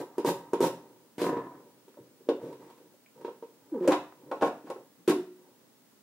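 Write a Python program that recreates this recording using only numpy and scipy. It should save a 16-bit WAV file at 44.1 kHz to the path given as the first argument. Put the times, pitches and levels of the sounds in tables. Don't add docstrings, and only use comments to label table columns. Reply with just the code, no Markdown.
import sys
import numpy as np
from scipy import signal
from scipy.fft import rfft, irfft, next_fast_len
from scipy.io import wavfile

SR = 44100
rng = np.random.default_rng(int(sys.argv[2]) if len(sys.argv) > 2 else 0)


def volts_from_db(level):
    exponent = np.asarray(level, float) / 20
    return 10 ** exponent


def dump(signal):
    limited = np.clip(np.atleast_2d(signal).T, -1, 1)
    pcm = np.round(limited * 32767).astype(np.int16)
    wavfile.write(sys.argv[1], SR, pcm)


N = 265583


def rms_one(x):
    return x / np.sqrt(np.mean(x ** 2) + 1e-20)


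def at_hz(points, hz):
    table_hz, value = np.array(points).T
    return np.interp(np.log(np.maximum(hz, 1)), np.log(table_hz), value)


def colour(x, points):
    length = x.shape[-1]
    size = next_fast_len(length)
    gain = volts_from_db(at_hz(points, np.fft.rfftfreq(size, 1 / SR)))
    return irfft(rfft(x, size) * gain, size)[..., :length]


def band(x, low_hz, high_hz):
    return signal.sosfilt(signal.butter(2, [low_hz, high_hz], "band", fs=SR, output="sos"), x)


def sharing(table, *shared):
    return [row + shared for row in table]


def snapping(table, snap_re_crack_db):
    return [row + (row[-1] + snap_re_crack_db,) for row in table]


def strike(modes, t, spot_hz, reach_db, damping, rise_s):
    hz, db, t60 = np.array(modes).T[:, :, None]
    off_spot_db = reach_db * np.abs(np.log2(hz / spot_hz))
    gain = volts_from_db(db - off_spot_db + 2 * rng.standard_normal((len(modes), 1)))
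    decay = volts_from_db(-60 * t / (t60 * damping))
    wave = (gain * decay * np.sin(2 * np.pi * hz * t)).sum(0)
    wave = wave * (1 - np.exp(-t / rise_s))
    return wave / np.abs(wave).max()


def knocks(table, body, plate, damping, thump, reach_db, crack_t60, snap_t60):
    out, t = np.zeros(N + SR), np.arange(int(.45 * SR)) / SR
    thump_db, thump_t60 = thump
    for s, peak_db, spot_hz, top_db, crack_db, snap_db in table:
        noise = rng.standard_normal((2, len(t)))
        crack = band(noise[0], 690, 3310) * volts_from_db(-60 * t / crack_t60)
        snap = band(noise[1], 3900, 11500) * volts_from_db(-60 * t / snap_t60)
        blow = volts_from_db(thump_db) * strike([(spot_hz, 0, thump_t60)], t, spot_hz, 0, 0.83, thump_t60 / 15)
        blow += volts_from_db(-3.5) * strike(body, t, spot_hz, reach_db, damping[0], 0.0025)
        blow += volts_from_db(top_db + 6) * strike(plate, t, 1200, 0, damping[1], 0.0018)
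        blow += volts_from_db(crack_db + 6.0) * crack
        blow += volts_from_db(snap_db - 1.5) * snap
        start = round(s * SR)
        out[start:start + len(t)] += volts_from_db(peak_db) * blow
    return out[:N]


def slips(per_s, spread_db):
    sizes = volts_from_db(spread_db * np.minimum(rng.exponential(1, N), 4)) * rng.choice([-1, 1], N)
    return rms_one(sizes * (rng.random(N) < per_s / SR))


def ring(force, modes, damping):
    out, power = 0, 0
    for k, (hz, db, t60) in enumerate(modes):
        r, w = volts_from_db(-60 / (t60 * damping * SR)), 2 * np.pi * hz / SR
        mode = signal.lfilter([volts_from_db(db) * np.sin(w)], [1, -2 * r * np.cos(w), r * r], force + 1e-18)
        out = out + (-1) ** k * mode
        power += volts_from_db(2 * db) / (2 - 2 * r * r)
    return out / np.sqrt(power)


def rubbing(rasps, plate, damping, body=0, top=0):
    body, top, hiss = body + np.zeros(N), top + np.zeros(N), np.zeros(N)
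    clumps = volts_from_db(1.7 * rms_one(band(rng.standard_normal(N), 40, 360)))
    white = rng.standard_normal(N) * clumps
    for start, end, body_db, top_db, hiss_db, tilt_db in rasps:
        span = slice(max(int(start * SR), 0), int(end * SR))
        progress = np.linspace(max(-start, 0) / (end - start), 1, span.stop - span.start)
        arch = np.sin(np.pi * progress ** 0.7) ** 0.72
        body[span] += volts_from_db(body_db) * arch
        top[span] += volts_from_db(top_db) * arch
        tilt = [(900, -12.0), (1500, 8), (15000, tilt_db * np.log2(10)), (17000, -36.0)]
        hiss[span] += volts_from_db(hiss_db) * arch * rms_one(colour(white[span], tilt))
    box = ring(body * slips(per_s=500, spread_db=4.0), BODY, 0.25)
    return box + ring(top * slips(per_s=860, spread_db=3.0), plate, damping) + hiss


# frequency in Hz, level in dB, t60 in seconds.
BODY = [(122.2, -15.5, 0.39), (181.3, -16, 0.74), (265, -9, 0.076), (301, -0.5, 0.3), (359.5, -2.5, 0.26),
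        (385, 3, 0.19), (430.7, -1.5, 0.15), (456, -1, 0.2), (530.8, -4.5, 0.21), (561, -9.5, 0.49),
        (633, -10.5, 0.11)]
# frequency in Hz, level in dB, t60 in seconds.
TOP_PLATE = [(742, -6.5, 0.1), (846, -9.5, 0.21), (935.3, -1.5, 0.19), (977, 0, 0.073), (1059, -12, 0.25),
             (1140, -7, 0.051), (1290, -14.5, 0.13), (1366, -29.5, 0.26), (1572, -17, .12),
             (1994, -18.5, 0.038)]
# start in seconds, peak in dB, struck-spot pitch in Hz, top plate in dB re peak.
CARROT_KNOCKS = [
    (0.181, -18.5, 386, -16.5),
    (0.198, -24.5, 337, -24),
    (0.247, -15.5, 398, -12.5),
    (0.533, -14, 398, -13.5),
    (0.605, -12, 399, -18),
    (0.639, -23.5, 512, -1.5),
]
# start in seconds, peak in dB, struck-spot pitch in Hz,
# top plate in dB re peak, crack in dB re peak.
FINGER_TAPS = [(1.88, -44.5, 388, -17, -20), (1.971, -42, 563, -14.5, -35), (1.988, -41, 343, -30, -40),
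               (2.207, -49.5, 385, -24, -30), (2.269, -44, 377, -31, -30), (2.315, -28.5, 307, -13.5, -43),
               (2.527, -35.5, 457, -14, -23), (2.7, -54.5, 342, 3, -5.5), (2.778, -49.5, 301, -14, -15.5),
               (2.94, -51.5, 553, -24, -34), (3.212, -41, 454, -11, -22)]
FINGER_THUDS = [
    (3.247, -26, 411, -12, -23.5),
    (3.28, -27.5, 482, -14.5, -45),
    (3.425, -32, 457, -15, -29.5),
]
# start in seconds, peak in dB, pitch in Hz.
SLATS = [
    (.001, -29.5, 426),
    (2.001, -42.5, 126),
    (2.291, -25.5, 300),
    (2.429, -37, 135),
    (2.488, -60, 131),
    (3.741, -34, 315),
    (3.851, -22, 472),
    (3.89, -15.5, 307),
    (4.431, -17, 315),
]


def held_slicer():
    blows = sharing(CARROT_KNOCKS, -29, -22)
    blows += snapping(FINGER_TAPS, 4) + snapping(FINGER_THUDS, -18)
    blows += sharing(SLATS, -42, -31, -50.5)
    return knocks(blows, BODY, TOP_PLATE, damping=(.4, .5), thump=(-3, .05), reach_db=7.5,
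                  crack_t60=0.22, snap_t60=0.044)


# tightest moment in seconds, body in dB, easing in dB per s,
# top plate in dB re body.
GRIPS = [(0.001, -45.5, 138, -7), (0.302, -37.5, 124.5, 0), (0.58, -38.5, 46.5, -8), (1.6, -50, 45, -10),
         (2.05, -61, 27.5, -18), (2.44, -45, 103, -4.5), (2.8, -50.5, 124, -12), (3.6, -57.5, 28, -18.5),
         (3.93, -42, 197, 6), (4.27, -44, 71, -12), (4.57, -55.5, 34, -19), (4.8, -50, 202, -16),
         (5.45, -56.5, 55, -6)]


def hands():
    s, body_db, easing_db_per_s, plate_db = np.transpose(GRIPS)[:, :, None]
    tighten_db_per_s, hop = 113, 64
    since = np.arange(0, N, hop) / SR - s
    slope = np.where(since < 0, tighten_db_per_s, -np.abs(easing_db_per_s))
    press = volts_from_db(body_db + slope * since)
    return [np.repeat(p.sum(0), hop)[:N] for p in (press, press * volts_from_db(plate_db))]


# start in seconds, end in seconds, body in dB, top plate in dB, hiss in dB.
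RASPS = [
    (-.05, .04, -32.5, -34.5, -50),
    (0.253, 0.323, -19, -28.5, -37),
    (0.607, 0.694, -21.5, -29, -38.5),
]
SLIDES = [
    (2.41, 2.55, -38, -59, -63.5),
    (2.587, 2.728, -47, -52, -68),
    (3.14, 3.3, -49, -58.5, -78),
    (3.72, 3.86, -64, -49.5, -85),
]


def rasps_and_slides():
    strokes = sharing(RASPS, -0.6) + sharing(SLIDES, -2.5)
    return rubbing(strokes, TOP_PLATE, 0.22, *hands())


# frequency in Hz, level in dB, t60 in seconds.
INSERT = [(694, 1.5, 0.075), (969, -5.5, 0.4), (1037, -4.5, 0.28), (1234, -5.5, 0.1), (1465, -5, 0.055),
          (1740, -8.5, 0.085), (2050, -10.5, 0.041)]
DROP = [
    (1.181, -25, 260, -17, -16),
    (1.217, -16, 385, -30, -16.5),
]
# start in seconds, peak in dB, struck-spot pitch in Hz.
JUDDER = [
    (1.24, -20.5, 385),
    (1.265, -21.5, 350),
    (1.279, -31, 344),
    (1.291, -20, 486),
    (1.329, -26, 458),
    (1.369, -23.5, 320),
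    (1.384, -31, 200),
    (1.404, -43, 366),
    (1.467, -33, 301),
    (1.548, -42.5, 302),
]


def dropped_carrot():
    fall = snapping(DROP, -1) + sharing(JUDDER, -7.5, -25, -43)
    return knocks(fall, BODY, INSERT, damping=(.3, .4), thump=(-4, .018), reach_db=12,
                  crack_t60=0.055, snap_t60=0.034)


ROLL = [
    (1.183, 1.31, -32, -37, -43.5),
    (1.215, 1.33, -27, -48, -88),
    (1.27, 1.46, -30, -38.5, -83),
    (1.44, 1.65, -48, -54.5, -89),
]


def rolling_carrot():
    return rubbing(sharing(ROLL, -2.5), INSERT, 0.14)


# frequency in Hz, level in dB, t60 in seconds.
FRAME = [(661.7, -1, 0.19), (716.6, -3, 0.33), (803, 5.5, 0.15), (852.4, 0, 0.18), (916, 0.5, 0.16),
         (1078, -1, 0.32), (1169, -5.5, 0.16), (1320, 4.5, 0.047), (1460, -5.5, 0.13), (1610, -7, 0.09),
         (1980, -14.5, 0.09), (2259, -18, 0.23), (2680, -11.5, 0.045)]
SHIFTS = [(2.288, -8.5, 475, -24.5, -26.5), (3.804, -38.5, 480, -13, -21), (3.884, -9, 319, -19, -46),
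          (3.92, -19.5, 313, -5, -5), (4.233, -43.5, 288, -37, -28), (4.314, -21.5, 578, -7.5, -20.5),
          (4.411, -27.5, 416, -2.5, -15), (4.422, -9.5, 612, -9.5, -24), (4.643, -36, 288, -30, -32),
          (4.669, -41.5, 504, -5, -24), (4.76, -36.5, 412, -13.5, -37), (4.992, -48.5, 198, -24, -30)]
LATCH = [
    (3.876, -9, 530, -20, -20),
    (4.701, -23, 512, -13, -23),
]
RELEASE = [
    (5.078, -8.5, 385, -22, -24),
    (5.096, -11, 282, -24, -20),
    (5.119, -17.5, 355, -17.5, -29),
]


def loose_slicer():
    blows = snapping(SHIFTS, -13.5) + snapping(LATCH, 0.5) + snapping(RELEASE[1:], 1)
    return knocks(blows, BODY, FRAME, damping=(.55, .55), thump=(-7, .05), reach_db=18.5,
                  crack_t60=0.082, snap_t60=0.068)


# frequency in Hz, level in dB, t60 in seconds.
TRAY = [(181.9, -12.5, 0.57), (262.5, -6, 0.23), (307, -12.5, 0.47), (354.7, -1.5, 0.29),
        (364, -15.5, 0.61), (439, -6, 0.15), (626, -25, 0.366)]


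def freed_tray():
    return knocks(snapping(RELEASE[:1], 1), TRAY, FRAME, damping=(1.05, .4), thump=(-4, .06), reach_db=7.5,
                  crack_t60=0.095, snap_t60=0.083)


DRAGS = [
    (3.82, 3.875, -51, -41.5, -58.5),
    (3.9, 3.96, -38, -25, -44),
    (4.31, 4.4, -38, -64, -63),
    (4.41, 4.5, -26.5, -27, -46.5),
    (4.65, 4.76, -43, -54, -63),
    (5.075, 5.13, -27, -28, -36),
]


def dragged_slicer():
    return rubbing(sharing(DRAGS, -4.5), FRAME, 0.16)


# time in seconds, slips per second, level in dB.
GROAN = [
    (3.718, 353, -46),
    (3.727, 325, -24.5),
    (3.744, 275, -23.5),
    (3.783, 190, -29.5),
    (3.797, 195.3, -47),
    (3.811, 185, -25.5),
    (3.845, 178, -30.5),
    (3.873, 178, -30.5),
    (3.88, 170, -53),
]


def groan():
    s, slips_hz, level_db = np.transpose(GROAN)
    t = np.arange(N) / SR
    wobble = rms_one(band(rng.standard_normal(N), 8.9, 80))
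    rate_hz = np.interp(t, s, slips_hz) * (1 + 0.023 * wobble)
    phase = 2 * np.pi * np.cumsum(rate_hz) / SR
    partials = np.zeros(N)
    for k in (1, 2, 3):
        foot_db = -15 * np.abs(np.log2(k * rate_hz / 358))
        rubber_db = -117 * np.maximum(np.log2(k * rate_hz / 537), 0)
        partials += volts_from_db(foot_db + rubber_db) * np.sin(k * phase)
    return np.sqrt(2) * volts_from_db(np.interp(t, s, level_db, -200, -200)) * partials


# start in seconds, peak in dB, pitch in Hz, t60 in seconds.
TICKS = [
    (1.943, -58, 1110, 0.0029),
    (3.062, -60.5, 2330, 0.011),
    (4.124, -49, 965, 0.0045),
]


def ticks():
    out, t = np.zeros(N), np.arange(int(.03 * SR)) / SR
    for s, peak_db, hz, t60 in TICKS:
        for lag_s, bounce_db in (0, 12), (.004, 6.5), (.009, -34):
            at = round((s + lag_s) * SR)
            tick = strike([(hz, 0, t60)], t, hz, 0, 1, 1e-4)
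            out[at:at + len(t)] += volts_from_db(peak_db + bounce_db) * tick
    return out


# frequency in Hz, t60 in seconds.
ROOM_T60 = [(100, 0.4), (400, 0.33), (1000, 0.38), (1700, 0.4), (4000, 0.38), (12000, 0.33)]
# frequency in Hz, side in dB re mid.
SIDE_DB = [(60, -28), (110, -35), (200, -46.5), (380, -29), (700, -17), (1290, -7.5), (2380, -1), (4400, 0),
           (8120, -0.5), (15000, 1.5)]


def kitchen(x, wet_db):
    t = np.arange(int(.7 * SR)) / SR
    white = rng.standard_normal((3, len(t)))
    edges_hz = 70 * 2 ** np.arange(0, 8.1, .5)
    tail = 0
    for low_hz, high_hz in zip(edges_hz, edges_hz[1:]):
        t60 = at_hz(ROOM_T60, np.sqrt(low_hz * high_hz))
        tail = tail + band(white[:2], low_hz, high_hz) * volts_from_db(-60 * t / t60)
    onset = 1 - np.exp(-t / 0.0031)
    tail = volts_from_db(wet_db) * tail * onset / np.sqrt((tail[0] ** 2).sum())
    near = white[2] * np.exp(-t / .018)
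    near = near / np.sqrt((near ** 2).sum())
    mid = x + signal.fftconvolve(x, tail[0])[:N]
    side = colour(signal.fftconvolve(x, near + tail[1])[:N], SIDE_DB)
    return mid, side


# frequency in Hz, density in dB per Hz.
AIR = [(24, -49), (40, -23), (71, -21.5), (115, -4), (189, -0.5), (231, 4.5), (362, -1.5), (421, -2.5),
       (768, -11), (871, -9.5), (2490, -18), (14400, -20), (15900, -14)]
# frequency in Hz, side in dB re mid.
AIR_SIDE = [(60, -7.5), (240, -6.5), (950, -4), (3770, 1), (15000, 0.5)]
# frequency in Hz, rms in dB.
WHINE = [(15719, -77)]


def air():
    mid, side = colour(rng.standard_normal((2, N)), AIR)
    gain = volts_from_db(-61) / np.sqrt(np.mean(mid ** 2))
    t = np.arange(N) / SR
    whine = sum(np.sqrt(2) * volts_from_db(db) * np.sin(2 * np.pi * hz * t) for hz, db in WHINE)
    return gain * mid + whine, gain * colour(side, AIR_SIDE)


def scene():
    close = held_slicer() + rasps_and_slides() + dropped_carrot() + rolling_carrot()
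    close += loose_slicer() + freed_tray() + dragged_slicer() + groan() + ticks()
    close = band(band(close, 126, 19000), 77, 21000)
    mid, side = np.add(kitchen(close, wet_db=-4.5), air())
    return np.array([volts_from_db(-2.65) * (mid + side), volts_from_db(-2.39) * (mid - side)])


def band_limit(x):
    return signal.sosfilt(signal.butter(12, 16280, fs=SR, output="sos"), x)


def record(dry):
    rounded = 0.59 * np.tanh(dry / 0.59)
    top_cut = signal.ellip(10, .3, 60, 15900, fs=SR, output="sos")
    return band_limit(signal.sosfilt(top_cut, rounded))


dry = scene()
out = record(dry)
dump(out)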